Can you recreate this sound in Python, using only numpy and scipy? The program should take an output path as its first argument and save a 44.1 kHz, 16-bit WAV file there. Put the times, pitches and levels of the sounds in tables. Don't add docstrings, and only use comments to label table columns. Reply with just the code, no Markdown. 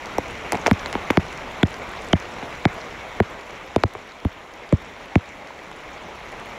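import sys
import numpy as np
from scipy import signal
from scipy.fft import rfft, irfft
from scipy.io import wavfile
from scipy.ndimage import uniform_filter1d, minimum_filter1d

SR = 44100
rng = np.random.default_rng(int(sys.argv[2]) if len(sys.argv) > 2 else 0)


def boost_factor(decibels):
    exponent = np.asarray(decibels, float) / 20
    return 10 ** exponent


def dump(signal):
    limited = np.clip(np.atleast_2d(signal).T, -1, 1)
    pcm = np.round(limited * 32767).astype(np.int16)
    wavfile.write(sys.argv[1], SR, pcm)


N = 290173
HISS_EDGE_HZ = 15780


def evened(x):
    return x / np.sqrt(np.mean(x ** 2) + 1e-20)


def add(mix, start_s, sound):
    part = mix[round(start_s * SR):][:len(sound)]
    part += sound[:len(part)]


def puff(pitch_hz, width, decay, grit):
    t = np.arange(len(grit)) / SR
    pole = np.exp(-np.pi * width / SR)
    band = signal.lfilter([1], np.poly([pole, pole]), grit * np.exp(-t / decay))
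    return band / abs(band).max() * np.cos(2 * np.pi * pitch_hz * t)


def ring(t, level_db, pitch_hz, t60, rise):
    soft_start = 1 - np.exp(-(t / rise) ** 2)
    return boost_factor(level_db - 60 * t / t60) * np.sin(2 * np.pi * pitch_hz * t) * soft_start


# (pitch_hz, width_hz, level_db)
HOUSING = [(2250, 350, 2.5), (3720, 2400, 3), (4650, 370, -2.5), (5670, 360, 2.5), (6780, 1100, -4),
           (10700, 610, 6.5)]


def housing_db(hz):
    return sum(db / (1 + (2 * (hz - centre) / width) ** 2) for centre, width, db in HOUSING)


def patter(per_s, spread_db):
    size = boost_factor(spread_db * np.minimum(rng.exponential(1, N), 3.5))
    clicks = size * (rng.random(N) < per_s / SR)
    splash = np.exp(-np.arange(200) / (SR * 0.00062))
    return evened(signal.oaconvolve(clicks, splash)[:N] * rng.standard_normal(N))


# (time_s, level_db)
RAIN_STRENGTH = [(0.0, -33.5), (0.27, -33.5), (0.66, -32), (1.36, -33.5), (2.44, -34), (3.13, -35.5),
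                 (3.43, -37), (3.79, -38.5), (3.98, -40), (4.42, -41), (4.93, -39), (5.54, -39.5),
                 (6.58, -36)]
# (pitch_hz, level_db per Hz)
RAIN_COLOUR = [(15, -28), (25, -2), (55, 1), (107, -4.5), (205, -2.5), (261, -3), (526, 0.5), (951, -0.5),
               (1720, -6.5), (2020, -4.5), (4930, -23), (6990, -20), (8680, -38), (10800, -37),
               (15700, -43)]


def wash():
    mix = evened(rng.standard_normal(N)) * boost_factor(-3) + patter(per_s=900, spread_db=1.0) * boost_factor(-8.5)
    hz, t, z = signal.stft(mix, SR, nperseg=512, noverlap=384)

    patches = rng.standard_normal(z.shape[::-1]).T
    patches = uniform_filter1d(patches, size=8, axis=0)
    patches = evened(uniform_filter1d(patches, size=16, axis=1))

    time_s, level_db = np.transpose(RAIN_STRENGTH)
    mean_db = level_db.mean()
    fizz = 1 / (1 + (3000 / (hz + 1)) ** 4)
    rumble = 1 / (1 + (hz / 250) ** 4)
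    follows = 1 - fizz - rumble + 0.94 * fizz + 1.23 * rumble
    swell_db = np.outer(follows, np.interp(t, time_s, level_db - mean_db))

    # brief bright streaks a few kHz tall, heard only in the fizz
    streaks = (rng.random(z.shape[::-1]) < .0012).T * rng.exponential(1, z.shape[::-1]).T
    streaks = uniform_filter1d(streaks, size=45, axis=0)
    streaks = 45 * uniform_filter1d(streaks, size=15, axis=0)
    z = z * boost_factor(swell_db + 1.35 * patches + 4.7 * fizz[:, None] * np.minimum(streaks, 3))
    rain = signal.istft(z, SR, nperseg=512, noverlap=384)[1][:N]

    hz = np.fft.rfftfreq(N, 1 / SR)
    colour_hz, colour_db = np.transpose(RAIN_COLOUR)
    colour_db = np.interp(np.log(hz + 1), np.log(colour_hz + 1), colour_db)
    colour = boost_factor(colour_db + housing_db(hz)) * (hz < HISS_EDGE_HZ)
    colour = colour / np.sqrt(np.mean(colour ** 2))
    return boost_factor(mean_db + 1.5) * irfft(rfft(rain) * colour, N)


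# (start_s, depth_db, hold_s)
DUCKS = [(.714, 11, .015), (1.174, 9, .021), (1.633, 13, .019), (2.134, 8, .02), (2.656, 17, .016),
         (3.204, 21, .015), (3.764, 11, .013), (3.838, 22, .013), (5.160, 5, .02)]


def ducking(rain):
    t = np.arange(N) / SR
    low = signal.oaconvolve(rain, signal.firwin(255, 2500, fs=SR), "same")
    out = np.zeros(N)
    for part, depth, length in ((low, .85, .7), (rain - low, 1, 1)):
        sink_db = np.zeros(N)
        for start_s, db, hold_s in DUCKS:
            fall = np.clip((t - start_s) / .004, 0, 1)
            recovery = np.clip(1 - (t - start_s - length * hold_s) / .007, 0, 1)
            sink_db += db * fall * recovery
        out += part * boost_factor(-depth * sink_db)
    return out


def strays():
    per_s = 14
    when, size, pitch, fine = rng.random((round(per_s * N / SR), 4)).T
    start_s = when * N / SR
    level_db = np.interp(start_s, *np.transpose(RAIN_STRENGTH)) - 3 + 3 * np.log(size + .05)
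    return list(zip(start_s, level_db, 4000 + 2200 * pitch, level_db - 24 + 16 * fine))


# (start_s, level_db, pitch_hz, spray_db)
TICKS = [(0.0578, -27, 5170, -64), (0.2823, -32, 6070, -65), (0.3097, -31, 5780, -56),
         (0.3541, -29, 4110, -61), (0.7315, -25, 5770, -55), (0.7974, -36, 4620, -50),
         (1.1982, -40, 4290, -56), (1.3268, -30, 5890, -59), (1.375, -30, 5740, -59),
         (1.6535, -38, 4040, -57), (1.6714, -29, 5860, -56), (1.7422, -24.5, 4000, -56),
         (2.0138, -36, 5930, -54), (2.0208, -31, 5970, -59), (2.047, -33, 6140, -59),
         (2.0864, -29, 5700, -59), (2.2003, -28, 5800, -53), (2.2364, -39, 4190, -61),
         (2.5536, -35, 4010, -59), (2.7307, -34, 5490, -59), (3.4106, -31, 4060, -61),
         (3.5079, -33, 5540, -62), (3.937, -35, 4050, -42), (4.202, -36, 4290, -61),
         (4.5377, -36, 5800, -46), (4.6917, -28.5, 4060, -57), (5.2588, -36, 4370, -61),
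         (5.4732, -33, 4200, -68), (5.7148, -33, 5250, -64), (6.3994, -35, 6850, -51)]
# (start_s, level_db)
MIST = [(0.1326, -50), (0.3207, -60), (0.6005, -47), (0.8126, -44), (0.8839, -44), (1.5184, -44),
        (1.5788, -56), (1.7075, -46), (1.7674, -44), (1.8886, -48), (2.7437, -40), (3.3019, -44),
        (4.4628, -56), (4.8199, -46), (5.6346, -49), (5.907, -50), (6.4592, -43), (6.539, -49)]
# (start_s, level_db, pitch_hz, spray_db)
SPLASHES = [(0.182, -15.5, 4640, -23.5), (0.5208, -9, 6200, -14), (0.5306, -19, 5030, -33),
            (0.5455, -36, 6000, -36), (0.5525, -28, 5500, -48), (0.5578, -30, 6000, -42),
            (0.5706, -24.5, 5520, -50), (0.6619, -11, 5270, -29), (0.6679, -9, 5700, -24),
            (0.674, -18, 6000, -34), (0.679, -26, 6030, -42), (0.6846, -29, 5500, -42),
            (0.7113, -26, 4170, -14), (0.8594, -15, 4000, -45), (0.9273, -21, 6100, -30),
            (0.9386, -32, 6000, -50), (0.9512, -39, 4970, -43), (1.1065, -14.5, 5430, -17),
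            (1.1712, -4.5, 4100, -22), (1.6294, -16, 5930, -28), (2.1287, -14, 5830, -50),
            (2.4269, -38, 4300, -47), (2.6524, -12.5, 5470, -42), (3.2011, -20, 4080, -27),
            (3.7604, -14.5, 5700, -35), (3.8353, -7, 3950, -38), (4.2485, -39, 4120, -33),
            (4.7242, -27, 7750, -58), (5.1547, -24, 5700, -40)]


def leaves():
    mist_hz = 10400
    splash_lag_s = .0008
    drops = [(s + splash_lag_s, db, hz, spray_db) for s, db, hz, spray_db in SPLASHES]
    drops += [(s, db + 2.5, hz, spray_db + 8) for s, db, hz, spray_db in TICKS]
    drops += [(s, -90, mist_hz, db + 6.5) for s, db in MIST]
    drops += strays()
    out = np.zeros(N)
    grits = rng.standard_normal((len(drops), 3, 300))
    for (start_s, level_db, pitch_hz, spray_db), grit in zip(drops, grits):
        leaf = puff(pitch_hz, width=3200, decay=.0007, grit=grit[0])
        spray = boost_factor(-11) * puff(12170, width=6300, decay=0.001, grit=grit[1])
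        spray += boost_factor(-3.5) * puff(mist_hz, width=5600, decay=0.0004, grit=grit[2])
        add(out, start_s, boost_factor(level_db - 2.0) * leaf + boost_factor(spray_db) * spray)
    lowpass = signal.firwin(511, HISS_EDGE_HZ - 150, window=("kaiser", 9), fs=SR)
    return signal.oaconvolve(out, lowpass, "same")


def bending(t, start_hz, turns, fade):
    t = np.maximum(t, 0)
    contact = turns / start_hz
    wave = np.sin(2 * np.pi * turns * np.log(1 + t / contact))
    return wave * (1 - np.exp(-t / contact)) * np.exp(-(t / fade) ** 2)


def blow(crack_db, wave_db, thump_db, crack_hz, crest_s, spot, grit):
    t = np.arange(len(grit)) / SR
    crack = bending(t, 1.518 * crack_hz, turns=2.124, fade=0.0047)
    crack += ring(t, 0.29, crack_hz, t60=0.007, rise=0.0001)
    crack += boost_factor(1.5) * puff(crack_hz, width=2500, decay=.0009, grit=grit)

    wave = bending(t, 1670, turns=1.675, fade=0.56 * crest_s)
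    rebound_s = .001 + 0.0028 * spot[0]
    wave += boost_factor(-3.5) * bending(t - rebound_s, 901, turns=3.21, fade=1.25 * crest_s)

    drawn = t * .0125 / crest_s
    heave = bending(drawn, 2520, turns=1.8, fade=0.015) * (1 - np.exp(-(drawn / .005) ** 2))
    return boost_factor(crack_db - 1.5) * crack + boost_factor(wave_db + 0.5) * wave + boost_factor(thump_db + 1) * heave


# (start_s, crack_db, wave_db, thump_db, last_bass_crest_s)
BLOWS = [(0.183, -19.5, -26, -7.5, 0.0049), (0.7121, -2, -4.5, -6, 0.012),
         (0.9524, -18.5, -17, -11.5, 0.0062), (1.1029, -6.5, -14, -5.5, 0.0062), (1.1725, 2, -7, -4, 0.011),
         (1.6302, -8.5, -23, -3.5, 0.012), (2.1316, -5.5, -17, -3, 0.0115), (2.6535, 2, -15, -2.5, 0.00975),
         (3.2018, -8, -6, -4, 0.0083), (3.7611, -12, -18, 1.5, 0.00503), (3.8362, -18.5, -6, 1, 0.00326),
         (4.2494, -24, -49, -12.5, 0.0089), (4.7253, -21.5, -9.5, -4, 0.013),
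         (5.1558, -7.5, -16.5, -2.5, 0.012)]
# (start_s, crack_db, wave_db, last_bass_crest_s); the last row, at 5.712 s,
# is all but silent
SPATTER = [(0.5216, -11.5, -23, 0.01), (0.5292, -19, -14, 0.0061), (0.5373, -36, -15.5, 0.0071),
           (0.5466, -19, -20, 0.0051), (0.5527, -19.5, -15.5, 0.0073), (0.574, -26, -30, 0.0058),
           (0.6624, -3, -34, .004), (0.6646, -9.5, -10, 0.0058), (0.668, -9, -14, 0.0034),
           (0.675, -15, -34, .006), (0.6793, -20, -10.5, 0.0054), (0.6859, -33, -24, 0.0055),
           (0.8591, -20, -37, 0.005), (0.928, -20, -31, 0.0066), (0.9395, -24, -40, .004),
           (1.1062, -13, -20, 0.0052), (2.427, -24, -22, 0.0066), (3.9512, -27, -14.5, 0.0033),
           (5.5052, -44, -36, 0.0045), (5.712, -44, -52, 0.0074)]
# (start_s, level_db, pitch_hz)
KNOCKS = [(0.185, -21, 710), (0.531, -7.5, 765), (0.545, -8, 690), (0.662, -20, 810), (0.68, -7, 650),
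          (0.712, -2.5, 624), (0.953, -9.5, 880), (1.173, -17, 650), (1.6315, -3, 666), (2.133, 3, 660),
          (2.654, 0, 737), (3.202, -20, 645), (3.762, -2, 657), (3.836, -10, 555), (3.952, -25, 780),
          (4.251, -12.5, 730), (4.7265, -2.5, 587), (5.158, -13.5, 725), (5.506, -21, 940),
          (.1842, -11, 865), (1.6312, 1, 3400), (1.632, -8, 1510), (2.1316, 5, 3040), (2.6535, -14, 1350),
           (2.6562, -20, 354), (3.2003, -13, 1430), (3.7617, -8, 3600), (3.7616, -8, 1010),
           (3.7802, -22, 402), (3.8361, -23, 3600), (4.2541, -14, 266), (4.7258, -24, 1030),
           (5.155, -14, 2500)]
# (start_s, level_db, pitch_hz)
FLAPS = [(0.185, -13.5, 96), (.532, -15.5, 96), (0.549, -18, 98), (.676, -19, 97), (0.956, -18, 97),
         (1.106, -12, 97), (2.429, -26, 110), (3.956, -25, 97), (0.722, -6, 97), (1.183, -5.5, 98.4),
         (1.641, -5, 96), (2.143, -1, 95), (2.659, -10, 97), (3.208, -2, 98.5), (3.767, -7, 96),
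         (3.843, -1, 97), (4.254, -1, 82), (4.733, 0.5, 87), (5.166, -2.5, 94)]


def sheet():
    out = np.zeros(N)
    t = np.arange(4000) / SR
    light = [(s, crack_db, wave_db, wave_db - 5.5, crest_s) for s, crack_db, wave_db, crest_s in SPATTER]
    drops = sorted(BLOWS + light)
    spots = rng.random((len(drops), 3))
    grits = rng.standard_normal((len(drops), 3000))
    for (start_s, *levels_db, crest_s), spot, grit in zip(drops, spots, grits):
        crack_hz = 2195 * (1 + 0.088 * (spot[1] - .5))
        add(out, start_s, blow(*levels_db, crack_hz, crest_s, spot, grit))
    for start_s, level_db, pitch_hz in KNOCKS:
        t60 = 0.0038 + 8.9 / pitch_hz
        add(out, start_s, ring(t, level_db - 0.5, pitch_hz, t60, rise=0.00069))
    for start_s, level_db, pitch_hz in FLAPS:
        add(out, start_s, ring(t, level_db + 5.5, pitch_hz, t60=0.047, rise=0.011))
        overtone = ring(t, level_db - 16, 2.11 * pitch_hz, t60=0.037, rise=0.00081)
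        add(out, start_s + 1.076 / pitch_hz, overtone)
    dull_hz = 4800
    return signal.sosfilt(signal.butter(2, dull_hz, fs=SR, output="sos"), out)


def scene():
    return (ducking(wash()) + leaves() + sheet())[None]


def low_pass(x):
    return signal.sosfilt(signal.butter(12, 16820, fs=SR, output="sos"), x)


def record(dry):
    ceiling, edge_hz = .62, 16800
    cut_db = -20 * np.log10(np.maximum(abs(dry[0]) / ceiling, 1))
    held_db = uniform_filter1d(minimum_filter1d(cut_db, size=80), size=60)
    lowpass = signal.firwin(511, edge_hz, window=("kaiser", 11), fs=SR)
    mix = signal.oaconvolve(dry * boost_factor(held_db), lowpass[None], "same")
    return low_pass(mix)


dry = scene()
out = record(dry)
dump(out)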